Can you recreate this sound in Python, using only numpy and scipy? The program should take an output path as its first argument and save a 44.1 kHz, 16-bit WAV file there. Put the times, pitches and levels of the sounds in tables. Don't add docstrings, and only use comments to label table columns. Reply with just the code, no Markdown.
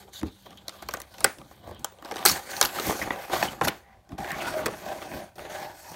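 import sys
import numpy as np
from scipy import signal
from scipy.fft import rfft, irfft
from scipy.io import wavfile
from scipy.ndimage import uniform_filter1d

SR = 44100
rng = np.random.default_rng(int(sys.argv[2]) if len(sys.argv) > 2 else 0)


def voltage_ratio(level):
    return 10 ** (np.asarray(level, float) / 20)


def unload_audio(sound):
    columns = np.transpose(np.atleast_2d(sound))
    steps = np.round(np.clip(columns, -1, 1) * 32767)
    wavfile.write(sys.argv[1], SR, steps.astype(np.int16))


N = 262615


def level(x, db):
    return x * voltage_ratio(db) / np.sqrt(np.mean(x ** 2))


def colour(x, table):
    hz, db = np.transpose(table)
    f = np.maximum(np.fft.rfftfreq(len(x), 1 / SR), 1)
    gain = voltage_ratio(np.interp(np.log(f), np.log(hz), db, -90, -90))
    return irfft(rfft(x) * gain, len(x))


def walk(rate_hz):
    hold = int(SR / rate_hz)
    steps = np.repeat(rng.standard_normal(N // hold + 1), hold)
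    return 1.36 * uniform_filter1d(uniform_filter1d(steps, hold), hold)[:N]


def slips(rate_hz, spread_db, patchy_db):
    chance, size_draw, side = rng.random((3, N))
    size = voltage_ratio(np.minimum(-spread_db * np.log(size_draw + 1e-9), 15)) * np.sign(side - .5)
    return (chance < rate_hz / SR) * size * voltage_ratio(patchy_db * walk(90))


def peak(x, hz, q):
    return signal.lfilter(*signal.iirpeak(hz, q, SR), x)


def resonate(x, modes, shift_db=2):
    out = np.zeros(N)
    for k, (hz, width_hz, db) in enumerate(modes):
        grip = voltage_ratio(db + shift_db * walk(20))
        out += (-1) ** k * grip * peak(x, hz, hz / width_hz)
    return out


def swells(rows):
    roundness, floor_s = 1.41, .0015
    s, swell, fade, db = np.array(rows, float).T[:, :, None]
    coarse = np.arange(0, N + 64, 64)
    late = coarse / SR - s
    away = np.abs(late) / np.maximum(np.where(late < 0, swell, fade), floor_s)
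    power = np.sum(voltage_ratio(2 * db - 20 * away ** roundness), axis=0)
    return np.interp(np.arange(N), coarse, power + 1e-16)


# f/Hz, level/(dB per Hz)
AIR_SPECTRUM = [(18, -51), (30, -28), (43, -0.5), (64, 2), (88, 3.5), (344, -25.5), (447, -25),
                (775, -27.5), (907, -24.5), (15800, -40)]
AIR_DB = -61.5 + 0.5


def background():
    hum_hz, hum_db, hum_end_s, hum_fade_s = 194, -65, 2.3, 0.43
    t = np.arange(N) / SR
    phase = 2 * np.pi * np.cumsum(hum_hz + 4.0 * walk(25)) / SR
    hum = np.sin(phase) * voltage_ratio(hum_db + 3.5 * walk(12))
    air = level(colour(rng.standard_normal(N), AIR_SPECTRUM), AIR_DB)
    return air + hum * np.clip((hum_end_s - t) / hum_fade_s, 0, 1)


# f/Hz, level/(dB per Hz)
THUMP_SPECTRUM = [(15, -47.5), (25, -6.5), (59, -3), (92, -3.5), (150, -1), (216, 0.5), (242, -3),
                  (320, -0.5), (420, -11.5), (700, -120)]
# heaviest t/s, swell/s, fade/s, level/dB
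THUMPS = [(.24, 0.018, 0.03, -33.5), (.51, 0.064, 0.13, -55), (.88, 0.15, 0.14, -54),
          (1.27, 0.054, 0.015, -41), (1.4, 0.023, 0.069, -48), (1.7, 0.12, 0.06, -51),
          (1.8, 0.035, 0.045, -48), (2.3, 0.029, 0.044, -34), (2.894, 0.034, 0.021, -31),
          (3.04, 0.044, 0.078, -38), (3.44, 0.05, 0.17, -42.5), (3.67, 0.047, 0.043, -33),
          (4.125, 0.016, 0.026, -36), (4.2, 0.0097, 0.041, -36), (4.325, 0.014, 0.053, -39.5),
          (4.67, 0.056, 0.065, -39), (5.15, 0.053, 0.076, -40.5), (5.39, 0.023, 0.031, -54)]
RUMBLE_DB = -11


def table_thumps(body_power):
    shake = level(colour(slips(rate_hz=2000, spread_db=1.0, patchy_db=1.5), THUMP_SPECTRUM), 0)
    return shake * np.sqrt(swells(THUMPS) + voltage_ratio(2 * RUMBLE_DB) * body_power)


# firmest t/s, swell/s, fade/s, pressure level/dB, brightness/dB
GROPES = [(0, 0.091, 0.044, -50.5, -3), (.09, 0.026, 0.028, -51.5, -17), (.137, .008, .045, -56, 9),
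          (.196, .035, .007, -54.5, 8), (.27, 0.017, 0.026, -53, -5), (.42, 0.39, 0.17, -67, 4),
          (.53, .08, 0.45, -58.5, -10), (0.462, .005, 0.013, -42.5, -14), (.825, 0.0045, 0.015, -38.5, -10),
          (.75, 0.065, 0.12, -53.5, -5.5), (.88, 0.076, 0.067, -61, -7), (.96, 0.094, 0.096, -49.5, -7),
          (1.12, 0.086, 0.21, -60.5, -4), (1.26, 0.11, 0.037, -45, -7.5), (1.4, 0.034, 0.041, -48.5, -19),
          (1.53, 0.11, 0.096, -57.5, -5), (1.645, .025, 0.034, -49, -18), (1.69, 0.027, 0.07, -46.5, -13.5),
          (1.81, 0.035, 0.079, -53.5, -10.5), (1.96, .05, .05, -65, -4), (2.09, 0.087, 0.14, -45, -15),
          (2.21, 0.088, 0.13, -39.5, -10)]
TUGS = [(2.264, 0.0029, 0.074, -31, 7.5), (2.314, 0.014, 0.025, -34.5, 3), (2.365, 0.02, 0.022, -42, -6),
        (2.389, .015, 0.031, -40.5, -11), (2.54, 0.11, 0.29, -41.5, -1), (2.634, 0.014, 0.03, -26, -8.5),
        (2.772, 0.037, 0.13, -34, -8), (2.89, 0.091, 0.063, -36, 0.5), (2.98, 0.085, 0.093, -39, -3.5),
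        (3.06, 0.04, 0.13, -38.5, -17.5), (3.22, 0.13, 0.2, -45, -3.5), (3.335, 0.017, 0.13, -29.5, -7.5),
        (3.302, .006, 0.026, -39, -14.5), (3.022, .012, 0.023, -36, -6), (2.764, 0.014, 0.0091, -33.5, -8),
        (3.452, 0.046, 0.028, -31.5, -9.5), (3.485, .015, 0.015, -44, -13),
        (3.55, 0.067, 0.099, -50.5, -11.5), (3.435, .005, 0.0088, -35, 2), (3.52, .012, 0.015, -41.5, -6.5),
        (3.618, 0.0049, 0.015, -30.5, -17.5), (3.65, .016, 0.014, -30, -2), (3.681, 0.0096, .01, -29, -1),
        (3.73, 0.055, 0.071, -46, -10.5), (3.9, 0.17, 0.25, -61.5, -17.5)]
SLIDES = [(4.125, 0.033, 0.037, -50, -18.5), (4.183, 0.0026, 0.17, -37.5, -12.5),
          (4.301, 0.039, 0.18, -40.5, -11.5), (4.47, 0.12, 0.12, -33, -11), (4.58, 0.056, 0.1, -34, -14),
          (4.74, 0.095, 0.28, -42.5, -8.5), (4.87, 0.051, 0.18, -37, -14.5), (5.03, 0.03, 0.16, -42, -10.5),
          (5.161, 0.076, 0.073, -36.5, -11), (5.359, .002, 0.028, -45.5, -9.5),
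          (5.383, 0.0025, 0.15, -40.5, -13), (5.5, 0.0055, 0.1, -40.5, -10), (5.565, 0.027, 0.026, -48, -9),
          (5.715, .015, .015, -49, -11), (5.235, 0.016, 0.013, -46, -20.5), (4.49, .012, 0.0083, -39, -3),
          (5.618, 0.086, 0.097, -41.5, -8.5), (5.78, 0.078, 0.38, -59.5, 5), (5.95, 0.15, .1, -48, -4.5)]


def stroke_powers():
    panel_share = 0.53
    body, panels, hiss = [], [], []
    for table, panel_db in ((GROPES, -0.5), (TUGS, 0), (SLIDES, -0.5)):
        for s, swell, fade, db, bright_db in table:
            body.append((s, swell, fade, db))
            panels.append((s, swell, fade, db + panel_db + panel_share * bright_db))
            hiss.append((s, swell, fade, db + bright_db))
    return swells(body), swells(panels), swells(hiss)


# f/Hz, width/Hz, level/dB
BOX_MODES = [(360, 18, -4.5), (543, 71, -2.5), (690, 100, -4), (790, 49, 1.5), (1005, 84, -6),
             (1181, 43.5, -5.5)]
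# f/Hz, width/Hz, level/dB
TRAY_MODES = [(358, 31, -1.5), (620.6, 53, 2), (788, 68, 2), (870, 190, -5.5), (986, 126, -5.5),
              (1184, 144, -12)]
TRAY_ALONE_S = 4.0


def rubbed_body(drag):
    box, tray = level(resonate(drag, BOX_MODES), 0), level(resonate(drag, TRAY_MODES), 0)
    return np.where(np.arange(N) / SR < TRAY_ALONE_S, box, tray)


# f/Hz, width/Hz, level/dB
FINGER_MODES = [(1500, 140, 7.5), (2100, 1250, 2), (2750, 1020, 2.5), (3050, 460, 4), (3950, 810, -1)]
# f/Hz, width/Hz, level/dB
PANEL_MODES = [(1500, 110, -5), (1700, 240, -7.5), (2125, 600, -13), (2524, 100, -9.5), (3270, 1100, -17.5)]
PULL_S = 2.0


def rubbed_panels(drag):
    fingers, panels = level(resonate(drag, FINGER_MODES), 0), level(resonate(drag, PANEL_MODES), 0)
    return np.where(np.arange(N) / SR < PULL_S, fingers, panels)


# f/Hz, level/(dB per Hz)
HISS_SPECTRUM = [(2060, -74.5), (3500, -8), (3870, -4.5), (4480, -1.5), (4860, -6.5), (5580, 0), (6410, -3),
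                 (8570, -4), (10100, -8.5), (11700, -1.5), (13800, -9.5), (15100, -5), (15800, -6)]
# f/Hz, width/Hz, level/dB
FILM_MODES = [(4450 * 1.21 ** k, 600 * 1.21 ** k, 0) for k in range(7)]
CRACKLE_DB = -14.5


def film_hiss(drag):
    fine = slips(rate_hz=12000, spread_db=2.0, patchy_db=1.5)
    surface = colour(drag + 5.0 * fine, HISS_SPECTRUM)
    hiss = level(0.16 * surface + resonate(surface, FILM_MODES, shift_db=1.85), 0)
    pops = slips(rate_hz=220, spread_db=4.0, patchy_db=3.0)
    crackle = level(resonate(pops, PANEL_MODES[2:] + FILM_MODES), CRACKLE_DB)
    return hiss + np.where(np.arange(N) / SR < TRAY_ALONE_S, 1, .7) * crackle


def rubbing():
    drag = slips(rate_hz=4000, spread_db=3.0, patchy_db=2.0)
    body_power, panel_power, hiss_power = stroke_powers()
    body = np.sqrt(body_power) * rubbed_body(drag)
    panels = np.sqrt(panel_power) * rubbed_panels(drag)
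    hiss = np.sqrt(hiss_power) * film_hiss(drag)
    return body + panels + hiss + table_thumps(body_power)


def rub_modes(rows, q):
    drag = slips(rate_hz=9000, spread_db=2.5, patchy_db=1.5)
    out = np.zeros(N)
    for *stroke, hz in rows:
        tone = peak(peak(drag, hz, min(q, 2.5)), hz, q)
        out += np.sqrt(swells([stroke])) * level(tone, 0)
    return out


# loudest t/s, swell/s, fade/s, level/dB, f/Hz
BOOMS = [(.24, .015, 0.054, -45, 74), (.235, 0.0082, 0.019, -37, 332), (.06, .03, 0.071, -56, 400),
         (.9, 0.089, 0.087, -50, 65), (1.72, 0.11, 0.073, -48.5, 87), (3.616, .004, 0.016, -40, 394),
         (3.62, 0.0047, 0.028, -30, 160.8), (3.97, 0.12, 0.077, -66, 217), (5.94, 0.043, .04, -50, 152)]


def booms():
    return rub_modes(BOOMS, q=2.5)


# loudest t/s, swell/s, fade/s, level/dB, f/Hz
CREAKS = [(.168, 0.03, 0.035, -45, 3730), (3.87, .08, .1, -62, 1950), (.33, 0.1, 0.065, -59.5, 3700),
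          (.47, 0.089, 0.062, -59.5, 3270), (.58, 0.0069, 0.016, -49.5, 3200),
          (.77, 0.066, .08, -56.5, 3330), (.93, 0.036, 0.041, -56, 3420), (2.475, 0.018, .05, -53.5, 8400),
          (2.615, .002, 0.0053, -21, 4600), (2.26, 0.0035, 0.023, -24.5, 2140),
          (1.248, 0.004, 0.0047, -27, 4540), (5.43, .03, 0.044, -55, 4000),
          (1.77, 0.044, 0.036, -54.5, 3250), (2.28, 0.0075, 0.016, -23.5, 4600),
          (3.016, 0.0016, 0.021, -31, 1950), (4.32, 0.047, 0.041, -36, 1814),
          (4.415, 0.017, 0.012, -39.5, 2640), (4.47, 0.044, .03, -35.5, 1440),
          (5.65, .05, 0.057, -55.5, 4270), (5.89, 0.07, 0.073, -57, 5700), (5.68, 0.18, 0.047, -46.5, 870),
          (5.92, 0.076, 0.051, -47, 870)]


def creaks():
    return rub_modes(CREAKS, q=7.)


# loudest t/s, swell/s, fade/s, level/dB, f/Hz
SINGS = [(1.998, .006, .006, -60, 3280), (2.54, 0.034, 0.1, -47, 1595), (3.13, 0.013, .02, -44, 1990),
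         (3.2, 0.097, 0.095, -46, 696), (3.365, 0.033, 0.012, -39, 4360), (3.39, 0.025, 0.053, -42, 1920),
         (3.41, .03, 0.026, -48, 3510), (3.485, .01, .01, -38.5, 3050), (4.212, .015, 0.029, -37, 771),
         (4.21, 0.021, .03, -43, 1890), (4.33, 0.037, .03, -37.5, 2194), (4.34, .02, 0.018, -39, 1112),
         (4.43, 0.048, 0.06, -38, 649), (4.475, .025, 0.033, -42.5, 1457), (4.48, 0.027, 0.027, -36.5, 945),
         (4.57, 0.035, 0.078, -33, 627), (4.9, 0.036, 0.048, -39.5, 631), (5.04, 0.024, 0.043, -41, 769),
         (5.2, 0.057, 0.04, -38.5, 607), (5.57, .07, 0.087, -42, 616), (5.6, .06, 0.091, -48, 1677),
         (5.57, 0.069, 0.13, -40.5, 790)]


def singing_ribs():
    return rub_modes(SINGS, q=28.)


# t/s, peak level/dB, f/Hz, t60/s
PINGS = [(1.2452, -9, 2025, 0.023), (1.2462, -15.5, 798, 0.046), (1.243, -7, 9960, 0.013),
         (1.2637, -25, 1950, .03), (1.8456, -27.5, 993, 0.032), (1.8452, -27.5, 800, .04),
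         (2.2522, -12.5, 803, 0.036), (2.2518, -9, 8200, .02), (2.2612, -7, 8500, 0.018),
         (2.2534, -11, 1196, 0.041), (2.292, -18, 5420, 0.052), (2.6135, -18.5, 785, 0.045),
         (3.1058, -17.5, 1946, 0.028), (3.16, -27.5, 760, 0.034), (3.3315, -21.5, 790, .04),
         (3.4262, -17.5, 846, .05), (3.4262, -19, 4400, 0.022), (3.612, -18.5, 1048, .05),
         (1.845, -26, 3250, .02), (2.112, -24, 800, .04), (2.159, -28, 780, .04),
         (2.6135, -16, 1080, 0.028), (5.381, -35, 790, .04), (5.498, -33, 626, .06),
         (.683, -34, 564, 0.031), (0.9378, -25, 1500, 0.045)]


def pings():
    rise_ms = .4
    out, t = np.zeros(N), np.arange(4096) / SR
    for s, db, hz, t60_s in PINGS:
        envelope = 1000. ** (-t / t60_s) * (1 - np.exp(-t * 1000 / rise_ms))
        i = int(s * SR)
        out[i:i + 4096] += voltage_ratio(db) * np.sin(2 * np.pi * hz * t) * envelope
    return out


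def ring(t, lo_hz, hi_hz, t60_s, slope_db_oct, count=24):
    place, phase = rng.random((2, count, 1))
    up = (hi_hz / lo_hz) ** ((np.arange(count)[:, None] + place) / count)
    tones = np.sin(2 * np.pi * (lo_hz * up * t + phase))
    decay = 1000. ** (-t / t60_s * np.sqrt(up))
    return np.sum(voltage_ratio(slope_db_oct * np.log2(up)) * tones * decay, axis=0)


def buckles(rows, slip_ms, tilt_db_oct):
    lead, ring_late_ms, crack_colour_db = 256, .8, 4
    out, t = np.zeros(N + 4096), np.arange(4096) / SR
    fall = slip_ms / 1000
    late = lead + int(ring_late_ms * SR / 1000)
    onset = np.clip((t * SR - 244) / 12, 0, 1)
    for s, db, panel_db, box_db in rows:
        rough = rng.standard_normal(4096) * (1 - np.exp(-t / (.15 * fall)))
        slip = rough * np.exp(-t / fall)
        burst = rough * (np.exp(-2 * t / fall) + 0.19 * np.exp(-t / (2 * fall)))
        spectrum = [(hz, d + tilt_db_oct * np.log2(hz / 7000) + crack_colour_db * rng.standard_normal())
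                    for hz, d in HISS_SPECTRUM]
        crack = colour(np.roll(burst, lead), spectrum) * onset
        panel_ring = ring(t[:1800], lo_hz=1150, hi_hz=3800, t60_s=.022, slope_db_oct=-3.5)
        box_ring = ring(t[:1800], lo_hz=300, hi_hz=1200, t60_s=.045, slope_db_oct=.8)
        panel = np.roll(signal.fftconvolve(slip, panel_ring)[:4096], late)
        box = np.roll(signal.fftconvolve(slip, box_ring)[:4096], late)
        i = int(s * SR) - lead
        for part, part_db in ((crack, -1), (panel, panel_db + 0.5), (box, box_db)):
            out[i:i + 4096] += voltage_ratio(db + part_db) * part / np.abs(part).max()
    return signal.sosfilt(signal.butter(2, 220, "high", fs=SR, output="sos"), out[:N])


# t/s, crack peak level/dB, panel level/dB re crack, box level/dB re crack
TICKS = [(.5285, -50, 4, 4), (.864, -46, -10, -14), (.92, -38, -12, -4), (2.057, -33, -4, -9),
         (2.078, -48, -8, -9), (2.1405, -35, 3, -21), (2.7474, -29, -3, -9), (2.785, -27, 5, -11),
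         (2.9245, -34, -4, 14), (2.95, -34, -10, 8), (3.0148, -33.5, 0, 5), (3.3176, -28, -4, -4),
         (3.3315, -33.5, 10.5, 11), (3.363, -30, -4, 7), (3.53, -38.5, 7, 8), (3.6195, -33.5, 7, 17),
         (4.2028, -40, 4, 6), (4.2432, -36, 10, 4), (4.2762, -40, 7, 14), (4.3051, -32, 4, 0),
         (4.4518, -37, 3, 0), (4.581, -41, 2, 6), (4.669, -31, 5, 9), (4.9267, -44, 5, 10),
         (5.1148, -44, 9, 3), (5.1377, -42, 5, 7), (5.2779, -57, 5, -1), (5.3921, -42.5, 11, -10),
         (5.452, -43.5, 10, 0), (5.5622, -45, 9, 2), (5.6036, -49, 6, 1)]


def rib_ticks():
    return buckles(TICKS, slip_ms=1.23, tilt_db_oct=-5.5)


# t/s, crack peak level/dB, panel level/dB re crack, box level/dB re crack
KNOCKS = [(.2304, -36, -10, 12), (.5062, -41, -2, 1), (.9464, -35.5, 3, 3), (1.2635, -49, 14, -7),
          (1.3848, -39, -3.5, -1), (1.4144, -50.5, 7, 14.5), (1.5114, -47.5, 3, 9.5), (1.6734, -51, 0, 19),
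          (1.6914, -46.5, -18, 13), (1.7114, -42, -16, 9), (1.9224, -46.5, 3.5, 5), (1.9859, -48, -1, 4),
          (2.0238, -40.5, 3, 6.5), (2.1204, -26, -6, 3), (2.1804, -36.5, 7, -11), (2.2109, -38.5, -2, -3),
          (2.2264, -41, 14.5, -4), (2.9064, -29.5, -24, 12), (2.8944, -39, -4, 23.5), (3.074, -44, -10, 22),
          (3.1053, -36, 15.5, 20), (3.1594, -39, 6, 9), (3.2965, -45, -19, 19.5), (3.3334, -34, -5, 15),
          (3.6117, -23.5, 5.5, 8), (4.1194, -47.5, 4, 9), (4.6814, -33.5, -12, 10.5),
          (5.3812, -46, 10, -23.5), (5.4974, -55, -22, -3)]


def box_knocks():
    return buckles(KNOCKS, slip_ms=1.5, tilt_db_oct=-4)


# t/s, crack peak level/dB, panel level/dB re crack, box level/dB re crack
CREASES = [(.2124, -35, -2, -6), (.4618, -45, -1, 3.5), (.6785, -58, -16, -17), (.6818, -18, -17.5, -18),
           (.6934, -24.5, -9.5, -12), (.9098, -30, -5, -12), (.9702, -30, -8, -1),
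           (1.1827, -30.5, -7.5, -15.5), (1.2376, -48.5, -22, -10), (2.0482, -31.5, -6, 2),
           (2.1585, -26, -4, -1.5), (2.1664, -26, -1.5, -12), (2.1904, -29, -20, -10),
           (2.2714, -10, -19, -29), (2.2914, -14, -25.5, -17.5), (2.5157, -27, -22.5, -10.5),
           (2.5661, -22, -10.5, -17), (2.6125, 0.5, -10.5, -19.5), (2.6264, -7.5, -8, -50.5),
           (2.6374, -33.5, 10.5, -13), (2.6564, -10.5, -35, -16), (2.7573, -29.5, -2, 1),
           (2.7977, -16.5, -6.5, -7.5), (3.4256, -23.5, 9.5, 9.5), (4.0916, -44.5, -3.5, -7.5),
           (4.1828, -41.5, 4.5, -3), (5.3562, -42, -22, -15)]


def crease_pops():
    return buckles(CREASES, slip_ms=1.7, tilt_db_oct=-9)


# t/s, crack peak level/dB, panel level/dB re crack, box level/dB re crack
SNAPS = [(.5734, -39, -14, -23), (.824, -36, -3, 0), (.8869, -21, -2, -5.5), (.9378, -18, -6, -7.5),
         (1.0016, -25.5, -8, -6), (1.0171, -25, -11, -16), (1.1413, -39, -3, -32),
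         (1.2057, -21.5, -11, -10.5), (1.2436, 2, -9, -17), (1.7464, -45, -13, -23),
         (1.7938, -41.5, -10, -11), (1.8447, -14, -9, -15), (2.1116, -27, -0.5, -3.5),
         (2.2518, -4.5, -7, -22), (2.2598, 1, -11, -18.5), (2.2964, -8, -11, -44), (2.3144, -13, -24, -25),
         (2.6499, -12.5, -3, -38), (2.8674, -20, -25, -4), (2.2548, -4, -13, -13), (3.0244, -24.5, -2, -9),
         (3.6354, -31, 3, -15), (3.6486, -30, 9, -14), (3.6714, -30, 8, 16), (3.682, -12, -2, -11),
         (4.3171, -24, -2.5, -24.5), (4.4774, -34, 1, -17), (4.6588, -18.5, 1.5, -3), (4.6634, -17, -4, -3),
         (5.9164, -34, -16, 0)]


def film_snaps():
    return buckles(SNAPS, slip_ms=2.18, tilt_db_oct=-0.23)


# f/Hz, t60/s
ROOM_T60 = [(100, 0.22), (1000, 0.24), (4000, 0.26), (15000, 0.66)]
ROOM_DB, ROOM_TILT_DB_OCT = -11.5, -6.5


def room(x):
    out, (hz, t60_s) = np.zeros(N), np.transpose(ROOM_T60)
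    edges = 60 * 2 ** np.arange(0, 8.6, .5)
    for lo, hi in zip(edges[:-1], np.minimum(edges[1:], .47 * SR)):
        band = signal.butter(2, (lo, hi), "band", fs=SR, output="sos")
        keep = 1e6 ** (-1 / (np.interp(np.log(lo), np.log(hz), t60_s) * SR))
        stored = signal.lfilter([1 - keep], [1, -keep], signal.sosfilt(band, x) ** 2)
        db = ROOM_DB + ROOM_TILT_DB_OCT * max(np.log2(lo / 2000), 0)
        out += np.sqrt(stored) * level(signal.sosfilt(band, rng.standard_normal(N)), db)
    return np.concatenate([np.zeros(150), out])[:N]


def scene():
    tones = booms() + creaks() + singing_ribs() + pings()
    cracks = rib_ticks() + box_knocks() + crease_pops() + film_snaps()
    near = rubbing() + tones + cracks
    return (background() + room(near) + near)[None]


def low_pass(x):
    return signal.sosfilt(signal.butter(12, 16890, fs=SR, output="sos"), x)


def record(dry):
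    notch_hz, notch_width_hz, notch_share = 10220, 130, 0.08
    low_cut_hz, top_hz = 42, 15850
    dip = peak(dry, notch_hz, notch_hz / notch_width_hz)
    clipped = np.clip(dry - notch_share * dip, -1, 1)
    low_cut = signal.sosfilt(signal.butter(3, low_cut_hz, "high", fs=SR, output="sos"), clipped)
    cut = signal.sosfilt(signal.ellip(8, .2, 60, top_hz, fs=SR, output="sos"), low_cut)
    return low_pass(np.clip(cut, -.99, .99))


dry = scene()
out = record(dry)
unload_audio(out)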